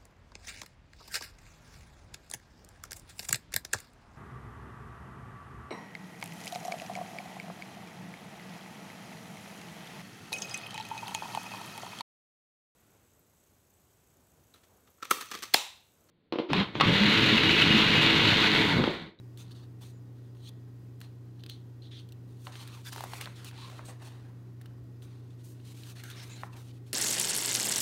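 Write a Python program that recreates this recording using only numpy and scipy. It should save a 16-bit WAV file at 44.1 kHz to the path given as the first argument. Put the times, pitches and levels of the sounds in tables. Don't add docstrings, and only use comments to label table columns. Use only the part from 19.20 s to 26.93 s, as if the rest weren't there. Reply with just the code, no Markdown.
import sys
import numpy as np
from scipy import signal
from scipy.fft import rfft, irfft
from scipy.io import wavfile

SR = 44100
rng = np.random.default_rng(int(sys.argv[2]) if len(sys.argv) > 2 else 0)


def elevation(decibels):
    levels = np.asarray(decibels, float)
    return 10 ** (levels / 20)


def materialize(psi):
    bounded = np.clip(np.atleast_2d(psi).T, -1, 1)
    quanta = np.round(bounded * 32767).astype(np.int16)
    wavfile.write(sys.argv[1], SR, quanta)


N = 340893


def rms_one(x):
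    return x / np.sqrt(np.mean(x ** 2) + 1e-20)


def colour(x, points):
    hz, level_db = np.transpose(points)
    grid = rfft(np.zeros(N)).size
    at = np.log(np.linspace(1, SR / 2, grid))
    gain_db = np.interp(at, np.log(hz), level_db, left=-90)
    return irfft(rfft(x) * elevation(gain_db), N)


def band(x, low_hz, high_hz):
    edges = [low_hz, min(high_hz, 0.45 * SR)]
    return signal.sosfilt(signal.butter(4, edges, "band", fs=SR, output="sos"), x)


def resonance(x, hz, width_hz):
    r = np.exp(-np.pi * width_hz / SR)
    ring = [1, -2 * r * np.cos(2 * np.pi * hz / SR), r * r]
    return signal.lfilter([(1 - r * r) / 2, 0, (r * r - 1) / 2], ring, x)


def drift(rate):
    r = np.exp(-80 * np.pi * rate / SR)
    noise = rng.standard_normal(N // 40 + 2002)
    slow = signal.lfilter([1], [1, -2 * r, r * r], noise)[2000:]
    return np.interp(np.arange(N) / 40, np.arange(len(slow)), rms_one(slow - slow.mean()))


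def sliding():
    # (f/Hz, level/dB)
    sheet_colour = [(250, -18), (400, 5), (800, 3.5), (1600, 0), (2300, -1), (2800, -4), (4200, -4.5),
                    (5000, -8), (7000, -6.5), (10000, -10), (10600, -16.5), (12500, -14.5), (15800, -18)]
    grain_size = elevation(2.4 * np.minimum(rng.exponential(1, N), 5))
    grain_here = rng.random(N) < 2500 / SR
    grains = grain_size * grain_here * rng.choice([-1, 1], N)
    sheet = colour(rng.standard_normal(N) + 0.77 * rms_one(grains), sheet_colour)
    ranges_hz = [(2450, 4850), (350, 2200), (5000, 10300), (10600, 17500)]
    pressure = elevation(1.33 * drift(32.0) - 3.0)
    out = np.zeros(N)
    for gain, (low_hz, high_hz) in zip(strokes(), ranges_hz):
        out += gain * pressure * rms_one(band(sheet, low_hz, high_hz))
    return out


def strokes():
    # (start/s, end/s, level/dB, pressure change/dB, brightness/dB)
    rubs = [(.25, .254, -63, 0, 0), (.265, 0.267, -64, 0, 0), (0.28, 0.282, -62, 0, 0),
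            (0.296, .3, -61, -2, 0), (0.309, 0.313, -60, 0, 5), (0.317, 0.332, -53, -10, 10),
            (.35, .455, -61, -6.5, 6), (1.15, 1.23, -75, 7, 13), (1.229, 1.29, -60.5, 11, 4.5),
            (2.196, 2.28, -63, -27, -2), (2.287, 2.294, -64, 0, -2), (2.295, 2.417, -49, -27, 2),
            (2.622, 2.7, -61, -7, -3), (2.712, 2.791, -52.5, 2, -10), (2.795, 2.86, -52.5, -28, -1),
            (4.074, 4.155, -63, -1, 10), (4.335, 4.383, -61.5, 9, 1), (4.385, 4.448, -53, 2.5, 0),
            (4.45, 4.514, -54, -6, -1), (6.9, 6.945, -54.5, -6, -4), (7.097, 7.22, -59, -1, 10),
            (4.53, 4.617, -68, -7, -1), (4.72, 4.77, -69, -10, 4), (4.882, 5.096, -61.5, -18, 10),
            (7.486, 7.514, -61, 0.5, 5)]
    # (start/s, end/s, level/dB, pressure
    # change/dB, brightness/dB)
    slides = [(0.184, 0.228, -59, 0.5, 1.5), (.239, 0.31, -74, 0, -6), (0.619, .72, -56, -14, 2.5),
              (.96, 1.1, -79, 2, -6), (1.817, 1.896, -60.5, -19, 0), (3.084, 3.2, -76, 2, 2),
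              (3.2, 3.265, -73, 13.5, 8), (3.322, 3.432, -57, 7.5, -4),
              (3.448, 3.542, -59.5, 5.5, -5), (3.548, 3.643, -59, -9, 0), (3.648, 3.662, -63, 6, 10),
              (3.666, 3.687, -54, -1, 12.5), (3.7, 3.72, -62, -2, 0), (3.725, 3.734, -46, -1.5, 1),
              (3.75, 3.848, -52, -1.5, 1), (3.87, 3.987, -57.5, 6, 4.5), (4.01, 4.046, -47, -2.5, -5),
              (4.159, 4.238, -53, -6, -5.5), (4.25, 4.288, -55, 7, -1.5),
              (4.514, 4.585, -64, 1.5, -2), (4.655, 4.714, -55.5, -5.5, 2),
              (4.38, 4.514, -59.5, 2, -4), (4.825, 4.875, -61.5, 4.5, 0),
              (5.826, 5.86, -64.5, -5, 6), (5.874, 6.09, -69, -8.5, -6),
                     (6.106, 6.15, -67.5, -11, -3), (6.18, 6.212, -75.5, 12.5, -2),
                     (6.242, 6.335, -69, -3, 15.5), (6.347, 6.442, -71, -2, -1),
                     (6.453, 6.521, -61.5, 3, 2), (6.549, 6.721, -61.5, 5.5, 3.5),
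                     (6.758, 6.81, -59, 4.5, 0), (6.84, 6.918, -58.5, 2, 4.5),
                     (6.932, 7.017, -58, 6.5, -4.5), (7.028, 7.088, -56.5, -7, 3.5),
                     (7.213, 7.267, -63, -4.5, 7), (7.331, 7.34, -57.5, -6, -2),
                     (7.367, 7.463, -60.5, -10, 6), (7.535, 7.576, -67, -3.5, 0), (7.443, 7.503, -67, 2, 1),
                     (7.667, 7.717, -65, -4, 0.5)]
    # (start/s, end/s, level/dB, pressure change/dB, brightness/dB)
    bends = [(0, 0.01, -67, -16, 0), (.24, 0.448, -71.5, 0, -8), (1.817, 1.88, -59.5, -9, -8),
             (3.27, 3.304, -48, -7, 7), (3.306, 3.593, -56, -3, -3), (3.754, 3.802, -51.5, -1, 6),
             (3.81, 3.834, -52, -4, 6), (3.842, 3.87, -49.5, -6, 8), (3.883, 4.026, -55.5, 6, 1),
             (4.016, 4.036, -53, -3, 0), (4.066, 4.076, -49.5, -1, -6), (4.058, 4.166, -52, -8, 1),
             (4.193, 4.266, -56, -2, -6), (4.326, 4.576, -56, -0.5, -1), (4.592, 4.645, -53, -2, -6),
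             (4.688, 4.79, -51, -17, 4), (4.8, 4.91, -57.5, -1.5, 0), (4.917, 5.302, -60, -14, -11),
             (5.4, 5.6, -66.5, -10, -10), (5.83, 6.0, -66.5, -6, -6), (6.626, 6.705, -63, 0, -8),
             (6.947, 7.07, -63.5, -1, -8), (7.09, 7.23, -64.5, 1, -8), (7.232, 7.323, -55.5, -16, 0),
             (7.345, 7.416, -58, -9, -3)]
    holding_db = np.array([-87.5, -76, -85, -85.5])
    bright_share = np.array([0.043, 0, 0.6, 0.86])
    # (strokes, level of each range/dB, start steepness/(dB per s), end steepness/(dB per s))
    kinds = [(rubs, (-0.5, -23, -12, -19.5), 2600, 1800),
             (slides, (-0.5, -6.5, -3.5, -8), 1300, 747),
             (bends, (-11.5, -0.5, -14, -23), 1300, 748)]
    t = np.arange(0, N + 64, 64) / SR
    power = elevation(holding_db)[:, None] ** 2 + 0 * t
    for rows, mix_db, touch, lift in kinds:
        for start, end, level_db, change_db, bright_db in rows:
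            held = level_db + change_db * np.clip((t - start) / (end - start), 0, 1)
            shape = held - touch * np.maximum(start - t, 0) - lift * np.maximum(t - end, 0)
            range_db = np.array(mix_db) + bright_db * bright_share
            power += elevation(shape + range_db[:, None]) ** 2
    return [np.interp(np.arange(N) / SR, t, gain) for gain in np.sqrt(power)]


def page_acoustics(x):
    # (t/s, strength 0-1)
    book_echo = [(0, 0), (.3, 0.33), (.6, 0.24), (1.25, 0.6), (1.7, 0.1), (1.95, 0.2), (2.3, 0.73),
                 (2.75, 0.43), (3.2, 0.27), (4.0, 0.06), (4.4, 0.12), (4.9, 0.22), (6.2, 0.26), (6.5, 0),
                 (6.9, 0.32), (7.3, 0.1), (7.73, 0.1)]
    # (start/s, end/s, f/Hz, level/dB)
    pockets = [(0.184, 0.237, 6660, 6), (0.285, 0.48, 1270, 9), (0.29, .47, 4550, 6.5),
               (0.605, .66, 850, 13), (1.6, 2.393, 4160, 6.5), (2.605, 2.695, 4100, 11),
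               (2.7, 2.84, 3300, 2), (3.647, 3.702, 1680, 18.5), (3.85, 4.05, 2100, 5.5),
               (3.64, 3.71, 4800, 9.5), (4.36, 4.51, 1010, 5), (3.74, 3.95, 340, 11.5),
               (4.36, 4.47, 4100, 6), (4.66, 4.74, 440, 11.5), (.26, .47, 2370, -20),
               (4.645, 4.73, 8100, 10), (6.75, 6.828, 1760, 10.5), (6.815, 6.946, 1500, 14),
               (4.1, 4.48, 610, -8), (6.938, 7.07, 1620, 5), (7.08, 7.3, 1630, 7), (3.3, 3.72, 640, -8),
               (6.9, 6.6, 800, -8), (6.955, 7.05, 5340, 9), (7.09, 7.186, 6950, 12), (7.205, 6.3, 8100, 6),
               (7.24, 7.463, 1070, 10.5), (2.71, 2.77, 1800, 7.5), (7.08, 6.5, 4100, 7),
               (6.74, 7.26, 2120, 7.5), (3.6, 3.76, 1030, 6.5), (1.2, 1.3, 2200, -10),
               (4.415, 4.455, 680, -12), (3.76, 3.775, 5300, 9), (3.72, 3.74, 5400, 7), (2.7, 2.6, 4240, 5),
               (3.5, 3.6, 840, 5)]
    book_delay_s, page_delay_s, page_share = 0.0003994, 0.001052, 0.34
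    at = np.arange(N)
    strength = np.clip(np.interp(at / SR, *np.transpose(book_echo)), 0, 0.95)
    echo = np.interp(at - book_delay_s * SR, at, x)
    out = (x - strength * echo) / np.sqrt(1 + strength ** 2)
    gap = page_delay_s * SR * elevation(3.22 * drift(2.146))
    out = out + page_share * np.interp(at - gap, at, out)
    for start, end, hz, gain_db in pockets:
        width_hz = 220 * (hz / 1000) ** 0.54
        span = slice(round(start * SR), round(end * SR))
        part = out[span]
        fade = signal.windows.tukey(len(part), 0.3)
        out[span] = part + (elevation(gain_db) - 1) * fade * resonance(part, hz, width_hz)
    return out


def snaps():
    # (t/s, ring peak/dB, flap/dB, crack/dB)
    flicks = [(0.174, -42.5, -60, -56.5), (2.2365, -36.5, -54, -60), (2.2624, -36.5, -53, -57),
              (2.8886, -52, -78, -63), (2.9217, -45.5, -75, -55.5), (3.3546, -35.5, -46, -69),
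              (3.475, -47, -51, -51.5), (4.0108, -35, -41, -39.5), (4.2452, -47, -51, -45),
              (4.3116, -47, -48, -64), (5.413, -52, -52.5, -58.5), (5.458, -49.5, -53, -62),
              (5.8217, -47.5, -63, -62), (6.6343, -40.5, -72, -57), (6.8362, -44, -46, -49),
              (6.9007, -44, -47, -50)]
    # (t/s, ring peak/dB, flap/dB, crack/dB)
    ticks = [(1.15, -58, -70, -75), (1.169, -56, -72, -75), (1.2907, -54, -68, -53), (1.804, -58, -68, -56),
             (1.8138, -37.5, -46, -51), (2.196, -54, -70, -75), (2.206, -52, -72, -75),
             (2.288, -54, -70, -72), (2.297, -30.5, -51, -48), (3.6157, -56, -63, -65),
             (3.485, -52, -51, -64), (4.057, -29.5, -43, -54), (4.379, -56, -56, -70), (4.4, -52, -52, -72),
             (7.369, -50, -54, -62), (7.379, -56, -56, -66)]
    # (t/s, ring peak/dB, flap f/Hz, flap/dB, crack/dB)
    pops = [(0.3092, -61, 1310, -62, -68), (0.6125, -62, 929, -60, -64), (3.269, -35, 1040, -36, -62),
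            (3.7292, -46, 1600, -39, -47), (3.7606, -39, 870, -37, -49), (3.7802, -38, 850, -36.5, -54),
            (3.8064, -37, 845, -34, -48), (3.8378, -45, 805, -32.5, -45), (3.9338, -35, 870, -33, -55),
            (3.9535, -52, 1900, -40, -57), (4.0728, -60, 1050, -37, -66), (4.3294, -61, 1030, -55, -74),
            (4.4985, -50, 1000, -45.5, -58), (4.5922, -58, 870, -38, -74), (4.0127, -50, 2500, -34, -55),
            (6.3976, -56, 767, -64, -80), (7.2336, -48, 1120, -29.5, -75)]
    flick_hz, jolt_s = 1620, 0.0006
    events = [(*pop, 0.0069) for pop in pops]
    for rows, tear_s in [(flicks, 0.0086), (ticks, 0.0012)]:
        for s, ring_db, flap_db, crack_db in rows:
            events.append((s, ring_db, flick_hz, flap_db, crack_db, tear_s))
    out, size = np.zeros(N), 2600
    t = np.arange(size) / SR
    swell = t / (jolt_s * np.array([[1], [1.6], [1]]))
    jolt = swell * np.exp(1 - swell)
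    fading = np.exp(-t * [[30], [60], [150]])
    for s, ring_db, flap_hz, flap_db, crack_db, tear_s in events:
        tear = 1 / (1 + np.exp((t - tear_s) / 0.00036))
        share = min(1, elevation(-0.5 * ring_db - 28.0))
        release = rng.standard_normal((3, size)) * (jolt + share * tear * fading)
        release[::2, 20] += np.array([2.1, 4.7]) * np.sqrt(jolt_s * SR)
        ring = band(release[0], 2690, 4500)
        crack = band(release[1], 3660, 17250)
        flap = resonance(release[2], flap_hz, 0.25 * flap_hz)
        flap -= 0.12 * resonance(release[2], 2 * flap_hz, 310)
        flap += 0.18 * band(release[2], 440, 2550)
        flap = band(flap, 513, 3.1 * flap_hz)
        at = round(s * SR)
        for part, peak_db in [(ring, ring_db), (flap, flap_db + 4.5), (crack, crack_db + 9.5)]:
            out[at:at + size] += elevation(peak_db) * part / np.abs(part).max()
    return out


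def slits():
    # (start/s, end/s, from f/Hz, to f/Hz, level/dB)
    singing = [(1.202, 1.293, 4100, 3200, -69), (2.3, 2.36, 4200, 3980, -63),
               (3.66, 3.684, 3630, 3520, -49), (3.665, 3.696, 1650, 1597, -50.5),
               (3.66, 3.692, 4600, 4900, -62), (3.389, 3.44, 4120, 4340, -63), (3.395, 3.44, 945, 950, -61),
               (4.377, 4.41, 880, 1000, -57), (4.416, 4.467, 1065, 1053, -55),
               (4.474, 4.501, 1094, 980, -57), (4.54, 4.6, 4100, 4000, -66), (6.76, 6.81, 4470, 4100, -63),
               (6.835, 6.934, 1910, 1510, -63), (6.84, 6.932, 6340, 6300, -65),
               (6.895, 6.958, 3810, 3600, -60), (6.967, 7.05, 5180, 5350, -61),
               (6.98, 7.048, 3700, 4100, -63), (7.1, 7.16, 7060, 7150, -60.5),
               (7.086, 7.211, 3810, 4180, -61.5), (7.09, 7.182, 2750, 2400, -64),
               (7.193, 7.226, 2920, 2900, -65), (7.236, 7.252, 850, 780, -52),
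               (0.186, 0.23, 3500, 3600, -64), (0.614, 0.645, 3510, 3500, -62.5),
               (0.72, 0.8, 7000, 6950, -78), (3.268, 3.28, 1000, 830, -49), (7.328, 7.346, 2600, 2600, -63),
               (7.372, 7.425, 3900, 3800, -68)]
    out = np.zeros(N)
    for start, end, from_hz, to_hz, level_db in singing:
        length = min(round((end - start) * SR), 7000)
        width_hz = 70 * (from_hz / 1000) ** 0.98
        r = np.exp(-np.pi * width_hz / SR)
        slow = signal.lfilter([1], [1, -2 * r, r * r], rng.standard_normal((2, 8000)))
        a, b = rms_one(slow[:, 1000:1000 + length])
        phase = 2 * np.pi * np.cumsum(np.linspace(from_hz, to_hz, length)) / SR
        whistle = a * np.cos(phase) + b * np.sin(phase)
        at = round(start * SR)
        out[at:at + length] += elevation(level_db) * signal.windows.tukey(length, 0.4) * whistle
    return out


def room(x):
    t60_s, level_db = 0.45, -19.5
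    t = np.arange(SR // 2) / SR
    tail = rng.standard_normal(len(t)) * elevation(-60 * t / t60_s) * (t > 0.002)
    tail = band(tail, 330, 3900)
    return elevation(level_db) * signal.fftconvolve(x, tail / np.sqrt(np.sum(tail ** 2)))[:N]


def thud():
    hz, level_db, length_s = 68, -51.5, 0.022
    t = np.arange(N) / SR - 5.63
    return elevation(level_db) * np.exp(-0.5 * (t / length_s) ** 2) * np.sin(2 * np.pi * hz * t)


def hum():
    # (multiple, level/dB)
    mains = [(2, -46.5), (3, -75), (6, -82.5)]
    # (multiple, level/dB)
    fan = [(4, -68), (7, -73.5), (8, -65), (9, -77.5), (10, -69), (16, -93)]
    # (multiple, level/dB)
    fan_sidebands = [(3, -95), (4, -75), (5, -68.5), (6, -72.5), (8, -78), (9, -74.5)]
    # (multiple, level/dB)
    compressor = [(1, -73), (4, -81), (5, -69), (6, -76), (8, -78), (9, -82.5), (14, -93.5), (18, -88),
                  (25, -88.5), (27, -91.5), (32, -85), (44, -93.5)]
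    # (multiple, level/dB)
    pump = [(1, -61.5), (2, -67), (4, -71)]
    mains_hz, fan_hz = 59.965, 32.33
    # (tones, base f/Hz, shift/Hz, level sway/dB)
    families = [(mains, mains_hz, 0, 0.2), (fan, fan_hz, 0, 1.2),
                (fan_sidebands, fan_hz, 2 * mains_hz, 1.2),
                (compressor, 58.82, 0, 1.2), (pump, 92.4, 0, 1.2)]
    t, out = np.arange(N) / SR, np.zeros(N)
    for tones, base_hz, shift_hz, sway_db in families:
        for multiple, level_db in tones:
            hz = round(multiple) * base_hz + shift_hz
            level = np.sqrt(2) * elevation(level_db + sway_db * drift(5.0))
            out += level * np.sin(2 * np.pi * (hz * t + rng.random()))
    return out


def room_floor():
    # (f/Hz, level/dB)
    air_colour = [(100, -38), (170, -2), (210, -12), (249, -5.5), (440, -8), (500, -15), (1100, -24),
                  (1700, -30), (2200, -31.5), (4600, -35), (7000, -38.5), (10500, -46.5), (12000, -39.5),
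                  (15500, -46.5)]
    # (f/Hz, level/dB)
    rumble_colour = [(20, -17), (30, -8), (55, -5), (72, 4.5), (82, -6), (100, 5), (145, -14.5), (175, 2),
                     (200, 7.5)]
    # (f/Hz, width/Hz, level/dB)
    whines = [(1923, 60, -90), (4940, 30, -88.5)]
    air, low, motor = rng.standard_normal((3, N))
    out = elevation(-61) * rms_one(colour(air, air_colour))
    rumble = rms_one(colour(low, rumble_colour + [(215, -38.5)]))
    out += elevation(-64.5 + 2.25 * drift(1.8)) * rumble
    for hz, width_hz, level_db in whines:
        whine = resonance(resonance(motor, hz, width_hz), hz, width_hz)
        out += elevation(level_db) * rms_one(whine)
    return out


def beacon():
    start_s, period_s, level_db = 0.0069, 0.1024, -51.5
    at = (np.arange(start_s, N / SR - 0.01, period_s) * SR).astype(int)
    clicks = np.full(N, 1e-18)
    clicks[at] = elevation(level_db + rng.normal(0, 1.0, len(at)))
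    return band(clicks, 9500, 17000)


def scene():
    cracks = snaps()
    rustle = page_acoustics(sliding())
    paper = cracks + rustle + slits() + room(cracks + 0.78 * rustle)
    background = thud() + hum() + room_floor() + beacon()
    return (paper + background)[None]


def low_pass(x):
    return signal.sosfilt(signal.butter(12, 16480, fs=SR, output="sos"), x)


def record(dry):
    cut = signal.sosfilt(signal.ellip(12, 0.3, 70, 15780, fs=SR, output="sos"), dry)
    return low_pass(cut)


dry = scene()
out = record(dry)
materialize(out)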